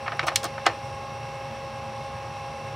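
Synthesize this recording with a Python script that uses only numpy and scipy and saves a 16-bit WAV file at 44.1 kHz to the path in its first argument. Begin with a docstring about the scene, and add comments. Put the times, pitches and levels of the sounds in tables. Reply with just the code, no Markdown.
"""A sliding lid knocks and scrapes into place on a desktop copier heard from close above; then only the drive runs.
Lid blows and runs of grit excite casing modes and a dense rattle, with a short diffuse room tail.
A 15-tooth pinion whines in sines at multiples of its shaft rate and clatters in clicks that repeat each turn.
A second gear pair sings in steady sines; fan air and motor rumble are filtered noise, with a rub once per idler turn."""
import sys
import numpy as np
from scipy import signal
from scipy.fft import rfft, irfft
from scipy.io import wavfile
from scipy.ndimage import uniform_filter1d

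SR = 44100
rng = np.random.default_rng(int(sys.argv[2]) if len(sys.argv) > 2 else 0)


def nominal_scale(level):
    """Amplitude ratio for a level in decibels (scalar or array-like)."""
    x = np.asarray(level, float) / 20
    return 10 ** x


def waveform_to_disk(signal):
    """Save audio, clipped to [-1, 1], as 16-bit WAV at the path in sys.argv[1]."""
    frames = np.transpose(np.atleast_2d(signal))
    scaled = np.clip(frames, -1, 1) * 32767
    samples = np.round(scaled).astype(np.int16)
    wavfile.write(sys.argv[1], SR, samples)


N = 121275

# Spectrum of the air and motor noise. Each row: frequency in Hz, relative density in dB.
AIR_SPECTRUM = [(20, -50), (40, -28), (62, -7.5), (130, -6), (185, -15), (270, -12.5), (420, -8.5),
                (700, -7.5), (1100, -8.5), (1500, -15.5), (2600, -17), (3100, -19), (5100, -25),
                (5900, -25), (6500, -33.5), (9500, -36.5), (13000, -45.5), (15700, -52)]
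AIR_DB, FLICKER_DB = -42, .6  # rms of the whole; spread of each band's flicker

# Resonances excited by fan and motor noise. Each row: frequency in Hz, width in Hz, rms level in dB.
RUMBLE_RESONANCES = [(82.6, 35, -51.5), (113.5, 22.3, -45.5), (145.6, 22.7, -48.5), (223.5, 22.2, -53.5),
                     (1065, 80, -55.5), (2155, 110, -56.5), (2630, 170, -54)]

# The rub, once per turn of the idler gear
IDLER_HZ = 9.89
RUB_HZ, RUB_WIDTH_HZ, RUB_DB, RUB_WAVER_DB = 8180, 400, -72, 1.5
RUB_AT_S, RUB_SHARP = .041, 1.5  # time of a peak; how narrow each swell is

# Steady tones of the second gear pair and the supply. Each entry: frequency in Hz.
TONE_HZ = [118.4, 558.5, 817.65, 1635.3, 14676, 14856.6, 15037]
# Levels of those tones. Each entry: rms level in dB, before waver and swing.
TONE_DB = [-56, -52.5, -40.5, -56.5, -79, -91, -95]
# Pinion whine partials. Each entry: multiple of the shaft rate.
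WHINE_ORDERS = [14, 15, 17, 24, 29, 30, 31, 35, 48, 60, 74, 75, 76, 106, 113, 127, 149, 151, 153, 154, 155,
                156, 157, 158, 159, 251, 254]
# Levels of those partials. Each entry: rms level in dB, before waver and swing.
WHINE_DB = [-61, -43, -58, -57, -53, -49, -57, -62, -67, -61, -64, -57, -63, -69, -71, -72, -75, -68, -63.5,
            -71, -69, -62, -70, -67, -71, -80, -70.5]
TONE_WAVER_DB, WHINE_WAVER_DB = .8, 1.4
IDLER_WOBBLE = .09  # swing of the tones, as a fraction of amplitude

SHAFT_HZ, TEETH = 36.124, 15
# What the tooth clicks ring. Each row: frequency in Hz, width in Hz, rms level in dB.
HOUSING_RESONANCES = [(900, 500, -54), (2160, 400, -64), (2700, 500, -65), (5620, 900, -69),
                      (9180, 500, -78), (3800, 500, -64), (4600, 600, -67), (6600, 900, -76),
                      (7700, 700, -76), (10350, 200, -83)]
TOOTH_SPREAD_DB, CLICK_SCATTER_DB = 6, 1.8  # from tooth to tooth; from click to click

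# Casing modes. Each row: frequency in Hz, relative level in dB, t60 in seconds before the length factor.
CASING_MODES = [(334, 3.5, 0.16), (461, -1.5, 0.05), (609, 0, 0.08), (697, 2.5, 0.091), (791, -2, 0.093),
                (1097, -4, 0.067), (1261, 6.5, 0.032), (1520, -1, 0.047), (1780, -9.5, 0.13),
                (2250, 3, 0.023), (2880, -17, 0.075), (4246, -13, 0.11), (5170, -14, 0.11),
                (5360, -3, 0.035), (5800, -5, 0.026), (7250, -35, 0.027)]
RATTLE_DB = 11  # dense ringing against the modes
RATTLE_T60_S, RATTLE_SLOPE = 0.13, -0.88  # t60 at 1 kHz before the length factor; its power law
CRACK_DB, RISE_S = 16.5, 0.00037  # bare first contact; how fast the ringing builds
LID_LOW_HZ = 268  # too small a panel to sound below this
LID_TOP_HZ = 11000  # above this the plastic sounds ever weaker

# Lid knocks. Each row: start in seconds, rms level in dB over the first 6 ms, centre in Hz,
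# spread in octaves, ring length as a factor.
KNOCKS = [(0.079, -24, 1630, 0.78, 0.62), (0.1194, -28, 1440, 0.89, 1), (0.131, -34, 1030, 0.88, 0.52),
          (0.1936, -18.5, 2080, 0.89, 0.66), (.213, -32, 1400, 0.99, 0.67), (.245, -34.5, 760, 0.57, 1),
          (.268, -39, 8000, 1.5, .5), (.282, -19.5, 1710, 1.15, 0.79), (0.317, -31.5, 1000, 1, 0.84),
          (0.3583, -15, 5860, 1, 0.71), (.4315, -36, 4940, 0.88, 0.97), (.442, -31, 9000, 1.1, 0.6),
          (.452, -33, 3900, 1.1, 0.91), (.5805, -29.5, 1350, 0.77, 0.55), (0.6636, -19.5, 2700, 1.16, 1),
          (.666, -12, 1400, 1.25, 0.93)]
# Lid scrapes. Each row: start in seconds, length in seconds, rms level in dB, centre in Hz, spread in octaves.
SCRAPES = [(0.059, .016, -33.5, 1700, 0.73), (0.169, .006, -59, 10500, .4), (0.227, 0.02, -30, 1120, 1.38),
           (0.268, 0.025, -26.5, 2140, 1.51), (.432, 0.038, -31, 1310, 1.9),
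           (0.656, 0.016, -28.5, 1480, 0.96)]
GRIT_DB, SCRAPE_RING = 2.5, .4  # unevenness of the grit; ring length factor

ROOM_DB, ROOM_T60_S, ROOM_TOP_HZ = -21, .24, 4500
STEADY_TOP_HZ = 15740  # the steady sound is cut off above this

# Stereo width. Each row: frequency in Hz, side under mid in dB.
WIDTH = [(60, -88), (200, -16.5), (700, -33), (2400, -17.5), (8000, -14), (15000, -2.5)]
LID_WIDTH_DB = -4  # the lid is heard more central than the drive
LEFT_DB, SMEAR_S = -.3, .015  # left against right; decay constant of the side's smear


def level(x, db):
    """Scale to an rms level."""
    return x * nominal_scale(db) / np.sqrt(np.mean(x ** 2))


def shape(x, gain):
    """Filter by a gain given as a function of Hz."""
    hz = np.fft.rfftfreq(x.shape[-1], 1 / SR) + 1  # keeps clear of 0 Hz
    return irfft(rfft(x) * gain(hz), x.shape[-1])


def curve(points):
    """Gain from (Hz, dB) points joined on a log-frequency axis."""
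    hz, db = np.array(points, float).T
    return lambda f: nominal_scale(np.interp(np.log(f), np.log(hz), db))


def ring(x, hz, width_hz):
    """One resonance."""
    return signal.lfilter(*signal.iirpeak(hz, hz / width_hz, SR), x)


def ring_twice(x, hz, width_hz):
    """The same resonance run twice, for steeper skirts."""
    return ring(ring(x, hz, width_hz), hz, width_hz)


def walk(rate):
    """Random levels held 1 / rate s and slewed twice; mean 0, spread 1."""
    hold = int(SR / rate)
    steps = np.repeat(rng.standard_normal(N // hold + 1), hold)
    slewed = uniform_filter1d(uniform_filter1d(steps, hold), hold)[:N]
    return (slewed - slewed.mean()) / slewed.std()


def room(x):
    """A short diffuse tail: decaying noise after a 4 ms gap, with the treble rolled off."""
    u = np.arange(SR // 2) / SR
    tail = rng.standard_normal(len(u)) * np.exp(-np.log(1000) * u / ROOM_T60_S) * (u > .004)
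    wet = signal.fftconvolve(x, tail / np.sqrt(np.sum(tail ** 2)))[:N]
    return shape(wet, lambda f: 1 / (1 + (f / ROOM_TOP_HZ) ** 2))


def air():
    """Fan and motor noise whose overlapping octave bands flicker independently."""
    base = shape(rng.standard_normal(N), curve(AIR_SPECTRUM))
    bands = np.zeros(N)
    for octave in range(4, 15):  # centres at 2 ** octave Hz
        flicker = nominal_scale(FLICKER_DB * walk(14))
        window = lambda f: np.cos(np.pi / 2 * (np.log2(f) - octave).clip(-1, 1)) ** 2
        bands += flicker * shape(base, window)
    return level(bands, AIR_DB)


def rumble():
    """Fan and motor noise exciting resonances of the machine."""
    return sum(level(ring_twice(rng.standard_normal(N), hz, width), db) for hz, width, db in RUMBLE_RESONANCES)


def idler_rub(t):
    """A narrow band of noise swelling once per idler turn, each swell of wavering strength."""
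    swell = np.exp(RUB_SHARP * np.cos(2 * np.pi * IDLER_HZ * (t - RUB_AT_S)))
    swell = swell * nominal_scale(RUB_WAVER_DB * walk(6.4))
    return level(swell * ring_twice(rng.standard_normal(N), RUB_HZ, RUB_WIDTH_HZ), RUB_DB)


def sines(t, hz, db, waver_db):
    """Steady tones whose levels waver one by one and swing together with the idler gear."""
    swing = 1 + IDLER_WOBBLE * np.cos(2 * np.pi * IDLER_HZ * (t - RUB_AT_S))
    total = np.zeros(N)
    for f, d in zip(hz, db):
        peak = np.sqrt(2) * nominal_scale(d + waver_db * walk(9.49))
        total += peak * np.sin(2 * np.pi * (f * t + rng.random()))
    return swing * total


def gear_song(t):
    """Tones of the second gear pair and the supply, at fixed frequencies."""
    return sines(t, TONE_HZ, TONE_DB, TONE_WAVER_DB)


def pinion_whine(t):
    """The pinion's whine, locked to whole multiples of its shaft rate."""
    return sines(t, SHAFT_HZ * np.array(WHINE_ORDERS), WHINE_DB, WHINE_WAVER_DB)


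def clatter():
    """Each tooth clicks with its own strength and place, nearly the same on every turn, and rings the housing."""
    own = rng.standard_normal((TEETH, 2))
    tooth_hz = SHAFT_HZ * TEETH
    k = np.arange(int(N / SR * tooth_hz) - 2)
    offset = .3 * own[k % TEETH, 0].clip(-2, 2)  # in tooth spacings
    at = (k + 1 + offset) / tooth_hz * SR
    size = nominal_scale(TOOTH_SPREAD_DB * own[k % TEETH, 1] + CLICK_SCATTER_DB * rng.standard_normal(len(k)))
    # a click between two samples is shared by both
    first, part = at.astype(int), at % 1
    clicks = np.bincount(first, size * (1 - part), N) + np.bincount(first + 1, size * part, N)
    return sum(level(ring_twice(clicks, hz, width), db) for hz, width, db in HOUSING_RESONANCES)


def casing(push, hz, octaves, length):
    """The casing's answer to a push: first contact, modes and dense rattle, coloured by where it is struck."""
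    u = np.arange(8192) / SR
    fall = lambda t60: np.exp(-np.log(1000) * u / (t60 * length))
    modes = sum(nominal_scale(db) * fall(t60) * np.sin(2 * np.pi * (f * u + rng.random())) for f, db, t60 in CASING_MODES)
    rattle = np.zeros(len(u))
    for f in 250 * 2. ** np.arange(7):  # octave bands, in Hz
        t60 = RATTLE_T60_S * (f / 1000) ** RATTLE_SLOPE
        rattle += fall(t60) * ring(rng.standard_normal(len(u)), f, f * 0.48)
    ringing = (modes + nominal_scale(RATTLE_DB) * rattle) * (1 - np.exp(-u / RISE_S))
    crack = nominal_scale(CRACK_DB) * (u == 0)

    def colour(f):
        """A bell around the centre, within the range the lid can radiate."""
        bell = np.exp(-(np.log2(f / hz) / octaves) ** 2 / 2)
        return bell / np.sqrt(1 + (f / LID_TOP_HZ) ** 4) / (1 + (LID_LOW_HZ / f) ** 4)

    return shape(signal.fftconvolve(push, ringing + crack), colour)


def place(y, start_s, lead):
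    """Lay a sound on the timeline so that its push, lead samples in, falls on start_s."""
    return np.pad(y, (int(start_s * SR) - lead, N))[:N]


def lid():
    """Knocks are single blows on the casing, scrapes are runs of grit."""
    out, pad = np.zeros(N), np.zeros(256)  # silence ahead leaves the colour filter room
    lead = len(pad)
    for start, db, hz, octaves, length in KNOCKS:
        y = casing(np.r_[pad, 1.], hz, octaves, length)
        onset = y[lead:lead + int(.006 * SR)]
        out += place(y * nominal_scale(db) / np.std(onset), start, lead)
    for start, long, db, hz, octaves in SCRAPES:
        count = int(long * SR)
        grit = rng.standard_normal(count) * nominal_scale(GRIT_DB * rng.exponential(size=count))
        stroke = np.sin(np.pi * (.25 + .65 * np.arange(count) / count))  # swells, then eases off
        y = casing(np.r_[pad, grit * stroke], hz, octaves, SCRAPE_RING)
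        out += place(y * nominal_scale(db) / np.std(y[lead:lead + count]), start, lead)
    return out


def stereo(hits, drive):
    """Left and right as mid plus and minus a side smeared by decaying noise."""
    mid = hits + drive
    u = np.arange(3000)
    smear = rng.standard_normal(len(u)) * np.exp(-u / SR / SMEAR_S)
    smear = smear / np.sqrt(np.sum(smear ** 2))
    side = signal.fftconvolve(nominal_scale(LID_WIDTH_DB) * hits + drive, smear)[:N]
    side = shape(side, curve(WIDTH))
    return np.array([(mid + side) * nominal_scale(LEFT_DB / 2), (mid - side) * nominal_scale(-LEFT_DB / 2)])


def scene():
    """The running drive throughout, and the lid with its room tail, spread to stereo."""
    t = np.arange(N) / SR
    drive = air() + rumble() + idler_rub(t) + gear_song(t) + pinion_whine(t) + clatter()
    drive = shape(drive, lambda f: 1. * (f < STEADY_TOP_HZ))
    hits = lid()
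    hits = hits + nominal_scale(ROOM_DB) * room(hits)
    return stereo(hits, drive)


def roll_off(x):
    """The treble ends steeply here."""
    return signal.sosfilt(signal.butter(12, 16830, fs=SR, output="sos"), x)


def record(dry):
    """The finished mix, as it is delivered."""
    return roll_off(dry)


dry = scene()
out = record(dry)
waveform_to_disk(out)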